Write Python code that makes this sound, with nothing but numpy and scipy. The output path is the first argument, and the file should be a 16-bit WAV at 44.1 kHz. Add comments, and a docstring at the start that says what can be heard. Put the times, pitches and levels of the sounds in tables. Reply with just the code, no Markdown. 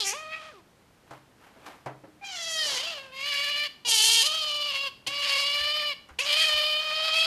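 """Otter begging for food

A small otter, close by, gives five long nasal whines, two of them opening with a shrill, rasping squeal:
pulses of its vocal folds ring the throat, nose and mouth. Between the first two whines it scrambles
over the floorboards and knocks a plastic toy about; a few more knocks and dull footfalls follow.
The living room adds a short tail and a faint steady rush."""
import sys
import numpy as np
from scipy import signal
from scipy.fft import rfft, irfft
from scipy.io import wavfile
from scipy.ndimage import uniform_filter1d

SR = 44100
rng = np.random.default_rng(int(sys.argv[2]) if len(sys.argv) > 2 else 0)


def int16_out(signal):
    """Quantize to a 16-bit WAV file."""
    q = np.round(np.clip(np.atleast_2d(signal).T, -1, 1) * 32767)
    wavfile.write(sys.argv[1], SR, q.astype(np.int16))


N = 320166
TIME = np.arange(N) / SR


def otter():
    """Fold pulses ring the throat; the shape of the mouth shares the effort among the resonances."""
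    # path of the mouth's narrow, piercing resonance: time_s, centre_hz
    whistle_path = [(0, 3400), (2.65, 3130), (3.2, 2772), (4.0, 3101), (4.8, 2910), (7.2, 3110)]
    # path of the nasal resonance, which moves with the palate: time_s, centre_hz
    palate_path = [(0.2, 2440), (2.26, 2590), (2.4, 2000), (2.63, 2023), (2.85, 2448), (4.5, 2380),
                   (5.9, 2380), (6.21, 2770), (6.33, 2440), (7.22, 2582)]
    # resonances of mouth, teeth and lips: centre_hz, width_hz, gain_db
    mouth_modes = [(4294, 1600, 20.5), (5300, 1100, 17.5)]
    teeth_modes = [(5680, 940, 7.4), (7200, 1800, 0.91)]
    lip_modes = [(8410, 1570, 1.5), (11460, 2000, -5)]
    voiced, pitch, effort_db, rasp, low_db, octave_db, nose_db, mouth_db, shrill_db = phrasing()
    force_db = effort_db + 27.0
    # the voice catches in short fits that are both rougher and brighter
    fits = np.tanh(drift(19.6))
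    rough = np.clip(rasp * from_db(2 * fits), 0, 1)
    flare_db = 5 * rough * fits
    quaver = rough * (.024 * drift(38) + .034 * drift(170))
    cycles = np.cumsum(pitch * (1 + quaver)) / SR
    phase = 2 * np.pi * cycles
    # air hisses through the folds once a cycle
    hiss = rms_one(rng.standard_normal(N) * (1 + np.cos(phase)))
    source = fold_pulses(cycles, rough, jitter_s=1e-4, shimmer_db=6) + .42 * rough * hiss
    # the mouth tunes its whistle part of the way towards the nearest harmonic
    resting_hz = in_time(whistle_path)
    tuned_hz = resting_hz + .55 * glided(np.round(resting_hz / pitch) * pitch - resting_hz)
    whistle = gliding_resonance(source, tuned_hz, width_hz=400)
    whistle = cut(cut(whistle, 3740, "high"), 3430, "low", order=4)
    palate = gliding_resonance(source, in_time(palate_path), width_hz=267)
    nose = cut(cut(palate, 1250, "high", order=3), 2884, "low", order=4)
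    mouth = cut(cut(resonate(source, mouth_modes), 3400, "high"), 4870, "low", order=6)
    teeth = cut(resonate(source, teeth_modes), 8200, "low", order=6)
    # only the hardest squeals reach the topmost resonances
    lips = from_db(np.minimum(force_db, 3)) * resonate(source, lip_modes)
    edge = cut(teeth + lips, 1800, "high", order=4)
    spray = cut(hiss, 7600, "high", order=4)
    # the smooth part of the airflow carries the lowest harmonics
    flow = np.sin(phase) + from_db(octave_db) * np.sin(2 * phase) + from_db(-2.0) * np.sin(3 * phase)
    breath = rms_one(cut(cut(hiss, 716, "high", order=4), 3670, "low"))
    hum = flow + 1.5 * rough ** 1.16 * breath
    slack_db = np.minimum(force_db + 22.5, 0)   # slack folds close softly and lose their edge
    colours = [(whistle, .5), (hum, low_db), (scattered(nose), nose_db),
               (scattered(mouth), mouth_db + flare_db),
               (scattered(edge), shrill_db + flare_db + slack_db), (spray, -21 + flare_db)]
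    # tongue and lips never hold still, so each colour wavers by itself
    gains = np.array([from_db(db + 1.5 * drift(28)) for _, db in colours])
    shares = gains / np.linalg.norm(gains, axis=0)
    voice = evened(sum(evened(colour) * share for (colour, _), share in zip(colours, shares)))
    return voiced * from_db(effort_db + 2.0 * rough * drift(30.5)) * voice


def phrasing():
    """Each note is an arch of effort; colour and roughness follow it, and the throat slackens."""
    # yips, whines and squeals (colours set the balance; the octave is against the fundamental):
    # start_s, peak_s, end_s, level_db, swell_db, fade_db, scoop_share, roughness,
    # low_db, octave_db, nose_db, mouth_db, shrill_db
    notes = np.array([ (0, 0.043, 0.079, -29.5, -2.5, 37, 0.031, 0.54, -4, -0.5, -17, 7, -3),
                      (0.041, 0.087, 0.17, -27.5, 8.5, 17, 0.014, 0.24, 6, 4.5, 14, 10.5, 20.5),
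                      (0.129, 0.19, 0.52, -40.5, -5, 6.5, 0.32, 0.19, 9.5, 4.5, 5, -8, -22),
                      (0.508, 0.555, 0.62, -53, 1, 3.5, 0, 0.32, 28, -10, 5, -7, 1),
                      (2.209, 2.244, 2.27, -39.5, 17, -2, 0.035, 0.15, 35, -16, 4, -9, -20),
                      (2.243, 2.684, 3.14, -30, 12, 7, 0.024, 0.21, -7.5, -2, -4.5, 1, -1.5),
                      (2.813, 2.862, 3.134, -33, 0, 22.5, 0.018, 0.44, -6.5, -3, -11, -4, -10),
                      (3.12, 3.31, 3.682, -28.7, 18, 1.5, 0, 0.37, -13, 5, -2.5, -7, -15),
                      (3.848, 3.923, 4.245, -21.5, 12, -1, 0, 0.44, -17, 8, -12.5, -1.8, -0.5),
                      (4.228, 4.25, 4.895, -29, -7, 2.5, 0.16, 0.42, -9, 5, -20, -5.5, -11.5),
                      (5.064, 5.34, 5.94, -26, 12, 4.5, 0.13, 0.39, -10, 4.5, -3.5, -3.5, -14),
                      (6.186, 6.33, 6.872, -24.5, 8.5, 3, 0.26, 0.39, -9.5, 0.5, -5, -5.5, -16),
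                      (6.806, 7.217, 7.4, -26.5, 6, 0, 0, 0.39, -4, 2, -1.5, -3, -20)])
    # one melody for each phrase: time_s, pitch_hz
    melodies = [
        [(0.0, 467.6), (0.035, 397.5), (0.095, 385.5), (0.13, 433)],
        [(0.17, 623), (0.505, 634), (0.545, 417), (0.6, 343)],
        [(2.23, 826), (2.282, 791), (2.392, 675.6), (2.61, 628.7), (2.785, 496.5), (2.836, 612.5), (2.864, 667),
         (2.908, 672), (2.984, 553), (3.08, 527)],
        [(3.1, 519), (3.22, 548.4), (3.3, 601), (3.32, 560.4), (3.66, 597.4)],
        [(3.85, 480), (3.998, 430.5), (4.114, 460.8), (4.22, 454.5)],
        [(4.29, 605.2), (4.36, 637), (4.536, 590.2), (4.664, 584.6), (4.72, 555.5)],
        [(5.12, 565.6), (5.252, 574.8), (5.282, 550), (5.78, 605), (5.91, 585)],
        [(6.24, 572), (6.42, 638), (6.526, 605.6), (6.84, 611.6), (7.116, 633.4), (7.202, 658), (7.25, 648)],
    ]
    # the voice jumps out or catches for a moment: time_s, half_length_s, gain_db, nose_db, shrill_db
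    yelps = [(0.34, 0.027, 8.5, 8, -3), (2.247, 0.0092, 4, 9, 2), (2.611, 0.041, 3.5, 2, -6.5),
             (4.265, .012, 6, 9.5, 3.5), (4.765, 0.018, 3, 15, 8.5), (5.076, 0.012, 8.5, 0, 2),
             (6.193, 0.0066, 8.5, 7, 8), (6.208, 0.011, 4, 10.5, 10), (6.24, 0.015, -8.5, 4, 19),
             (6.42, 0.04, 3.5, 7, 3.5), (7.2, 0.047, 5, 6.5, 7.5)]
    # the voice breaks into a grainy rasp: time_s, half_length_s, added_roughness
    rasps = [(0.345, 0.029, 0.3), (0.445, 0.075, 0.49), (2.35, .11, .22), (2.78, 0.1, 0.33),
             (4.75, 0.036, 0.39), (5.29, 0.047, 0.29), (6.3, 0.051, 0.36)]
    attack_s, release_s = .003, .019
    scoop_s, droop_s, droop_share = .016, .014, .16
    shrill_sag_db_per_s, rough_sag_per_s = 14, .148
    now = np.maximum(np.searchsorted(notes[:, 0], TIME, "right") - 1, 0)
    start, peak, end, level_db, swell_db, fade_db, scoop, rough, *colours = notes[now].T
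    low_db, octave_db, nose_db, mouth_db, shrill_db = colours
    since, left = np.maximum(TIME - start, 0), np.maximum(end - TIME, 0)
    past_peak = np.minimum(TIME, end) - peak
    # a note that starts before the last has ended is slurred on to it
    slurred = np.r_[False, notes[1:, 0] < notes[:-1, 2]][now]
    attack = np.where(slurred, 1, np.minimum(since / attack_s, 1))
    voiced = attack * np.minimum(left / release_s, 1)
    arch_db = (-swell_db * np.clip(-past_peak / (peak - start), 0, 1) ** 1.7
               - fade_db * np.clip(past_peak / (end - peak), 0, 1) ** 1.23)
    yelp_db, yelp_nose_db, yelp_shrill_db = swells(yelps)
    rasp, = swells(rasps)
    phrase = np.searchsorted([curve[-1][0] for curve in melodies[:-1]], peak)
    melody = np.choose(phrase, [in_time(curve) for curve in melodies])
    # a note slides up to its pitch and falls off it at the end
    pitch = melody * (1 - scoop * np.exp(-since / scoop_s)) * (1 - droop_share * np.exp(-left / droop_s))
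    controls = [
        pitch,
        level_db + arch_db + yelp_db,
        rough + .009 * arch_db + rasp - rough_sag_per_s * np.maximum(past_peak, 0),
        low_db - .5 * arch_db - yelp_db,   # effort and yelps leave the lowest harmonics behind
        octave_db,
        nose_db + yelp_nose_db,
        mouth_db + .55 * arch_db,
        shrill_db + .86 * arch_db + yelp_shrill_db - shrill_sag_db_per_s * past_peak]
    return [voiced] + [glided(control) for control in controls]


def fold_pulses(cycles, rough, jitter_s, shimmer_db):
    """The folds snap shut once a cycle; roughness upsets the timing and strength of each snap."""
    closing = np.interp(np.arange(1, int(cycles[-1])), cycles, np.arange(N))
    unrest = rough[closing.astype(int)]
    late, strong = rng.uniform(-.8, .8, (len(closing), 2)).T
    # rough folds limp in twos or threes
    stride = np.where(drift(10)[closing.astype(int)] > 0, 2, 3)
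    limp = .95 * unrest * np.cos(2 * np.pi * np.cumsum(1 / stride))
    closing = closing + jitter_s * SR * unrest * (late + limp)
    strength = from_db(shimmer_db * unrest * (strong + limp))
    # a windowed sinc places each snap between samples
    taps = closing.astype(int)[:, None] + np.arange(-5, 7)
    offset = taps - closing[:, None]
    snaps = np.sinc(offset) * np.sinc(offset / 7) * strength[:, None]
    return rms_one(np.bincount(np.clip(taps, 0, N - 1).ravel(), snaps.ravel(), N))


def scattered(x, count=5, echo_db=-9.5, sway_s=9e-5):
    """Treble bounces off floor and furniture; as the head sways, each harmonic swells and fades."""
    lags_s = np.geomspace(.0007, .009, count) * rng.uniform(.8, 1.2, count)
    echoes = sum(np.interp(TIME - lag - sway_s * drift(7.26), TIME, x) for lag in lags_s)
    return x + from_db(echo_db) * echoes


def knocks():
    """Each blow rings the boards, with a short clatter at its own pitch and a tick of claw or plastic."""
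    # paws and toy hit the floor: start_s, level_db, clatter_hz, tick_offset_db
    blows = [(1.108, -41.5, 700, -24), (1.562, -53, 450, -33), (1.664, -47.5, 900, -13.5),
             (1.86, -31.5, 560, -30), (2.037, -45.5, 334, -48), (3.869, -42.5, 560, -26),
             (4.086, -44, 930, -35), (5.07, -46.5, 220, 6), (6.088, -48, 1205, -21)]
    # modes of the floorboards: pitch_hz, gain_db, t60_s
    board_modes = [(133, -6, 0.5), (305, -2.5, 0.45), (538, -8, 0.2), (785, 2, 0.12)]
    start_s, level_db, clatter_hz, tick_offset_db = np.transpose(blows)
    boards = sum(ring(clicks(start_s, level_db + mode_db + rng.normal(0, 5.9, len(blows))), hz, t60_s)
                 for hz, mode_db, t60_s in board_modes)
    rattle = cut(rng.standard_normal(N), 1930, "low")
    clatter = 0
    for at, db, hz in zip(start_s, level_db, clatter_hz):
        envelope = cut(fading(clicks([at], [db]), t60_s=0.21), 140, "low", order=1)
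        clatter = clatter + envelope * rms_one(resonate(rattle, [(hz, hz, 0)]))
    bright = cut(cut(rng.standard_normal(N), 2600, "high"), 5900, "low")
    tick = fading(clicks(start_s, level_db + tick_offset_db), t60_s=0.1) * bright
    return from_db(-8.5) * cut(boards, 63, "high") + clatter + from_db(19.5) * tick


def scuffle():
    """Fur and claws rub unevenly over the wood."""
    # slides across the floor: peak_s, level_db, rise_db_per_s, fall_db_per_s
    slides = [(1.14, -49, 195, 200), (1.44, -50, 246, 118), (1.675, -41.5, 206, 126), (2.7, -39.5, 100, 51)]
    # spectrum of the rubbing: frequency_hz, density_db
    rub_spectrum = [(30, -36), (130, -14), (800, -1.5), (1500, -5.5), (3000, -13), (6000, -24),
                    (14000, -29)]
    envelope = sum(from_db(db - np.maximum(rise * (peak_s - TIME), fall * (TIME - peak_s)))
                   for peak_s, db, rise, fall in slides)
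    return from_db(-3.5 + 2.0 * drift(98)) * envelope * noise(rub_spectrum)


def thuds():
    """Soft weight sets the whole floor swinging."""
    # dull footfalls: start_s, level_db
    footfalls = [(5.608, -54), (6.109, -56.5), (6.539, -54.5)]
    floor = ring(clicks(*np.transpose(footfalls)), hz=71.2, t60_s=0.15)
    return cut(from_db(12.0) * floor, 127.8, "low")


def room(x, t60_s=0.42, tail_db=-12):
    """A short diffuse tail from walls and furniture follows the direct sound."""
    t = TIME[:SR]
    onset = np.clip(t / 0.0038 - 1, 0, 1)
    tail = rng.standard_normal(SR) * np.exp(-np.log(1000) * t / t60_s) * onset
    return x + from_db(tail_db) * signal.fftconvolve(x, tail / np.linalg.norm(tail))[:N]


def room_tone(level_db=-60):
    """A faint, steady rush of air."""
    # spectrum of the rush: frequency_hz, density_db
    air_spectrum = [(25, -22), (60, -8), (200, -7), (450, -12.5), (1500, -18.5), (14000, -35.5)]
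    return from_db(level_db) * noise(air_spectrum)


def from_db(db):
    """Decibels to gain."""
    return 10 ** (np.asarray(db) / 20)


def rms_one(x):
    """Scale to unit power."""
    return x / np.sqrt(np.mean(x ** 2) + 1e-20)


def evened(x):
    """Hold the power at one over every few hundredths of a second."""
    return x / np.sqrt(np.abs(uniform_filter1d(x ** 2, size=1100)) + 1e-12)


def in_time(curve):
    """A curve of (time_s, value) points at every sample."""
    return np.interp(TIME, *np.transpose(curve))


def glided(x):
    """The throat takes a moment to move from one setting to the next."""
    return uniform_filter1d(x, size=440)


def swells(rows):
    """Each column of heights as a sum of short bell-shaped swells."""
    return sum(np.outer(heights, np.exp(-np.minimum(((TIME - time_s) / half_s) ** 2, 20)))
               for time_s, half_s, *heights in rows)


def cut(x, hz, kind, order=2):
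    """Butterworth low-pass or high-pass."""
    return signal.sosfilt(signal.butter(order, hz, kind, fs=SR, output="sos"), x + 1e-18)


def drift(hz):
    """A random wander of unit power, mostly slower than hz."""
    return rms_one(cut(rng.standard_normal(N + SR), hz, "low")[SR:])


def noise(spectrum):
    """Noise of a given colour, unit power."""
    hz, db = np.transpose(spectrum)
    bins_hz = np.maximum(np.fft.rfftfreq(N, 1 / SR), 1)
    gain = from_db(np.interp(np.log(bins_hz), np.log(hz), db))
    return rms_one(irfft(rfft(rng.standard_normal(N)) * gain, N))


def resonate(x, resonances):
    """Parallel resonances with alternating signs."""
    out = 0
    for k, (hz, width_hz, db) in enumerate(resonances):
        r = np.exp(-np.pi * width_hz / SR)
        poles = [1, -2 * r * np.cos(2 * np.pi * hz / SR), r * r]
        band = signal.lfilter([1, 0, -1], poles, x + 1e-18) * (1 - r * r) / 2
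        out = out + (-1) ** k * from_db(db) * band
    return out


def gliding_resonance(x, hz, width_hz):
    """A resonance whose centre moves from sample to sample."""
    spin = np.exp(2j * np.pi * np.cumsum(hz) / SR)
    r = np.exp(-np.pi * width_hz / SR)
    return 2 * (spin * signal.lfilter([1 - r], [1, -r], x / spin)).real


def ring(x, hz, t60_s):
    """A unit click sets a sine of height one ringing."""
    r, w = from_db(-60 / (t60_s * SR)), 2 * np.pi * hz / SR
    return signal.lfilter([0, np.sin(w)], [1, -2 * r * np.cos(w), r * r], x + 1e-18)


def clicks(times_s, db):
    """Single-sample blows at the given times."""
    return np.bincount((np.asarray(times_s) * SR).astype(int), from_db(db), N)[:N]


def fading(x, t60_s):
    """Every click leaves an envelope that dies away."""
    return signal.lfilter([1], [1, -np.exp(-np.log(1000) / (t60_s * SR))], x + 1e-18)


def scene():
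    """The otter and its scrambling in the room, over a faint steady rush; mono."""
    near = from_db(0.5) * otter() + knocks() + thuds() + scuffle()
    return (room(near) + room_tone())[None]


def record(dry):
    """The highest treble is cut steeply."""
    cutoff_hz = 13900
    return signal.sosfilt(signal.ellip(10, .2, 80, cutoff_hz, fs=SR, output="sos"), dry)


dry = scene()
out = record(dry)
int16_out(out)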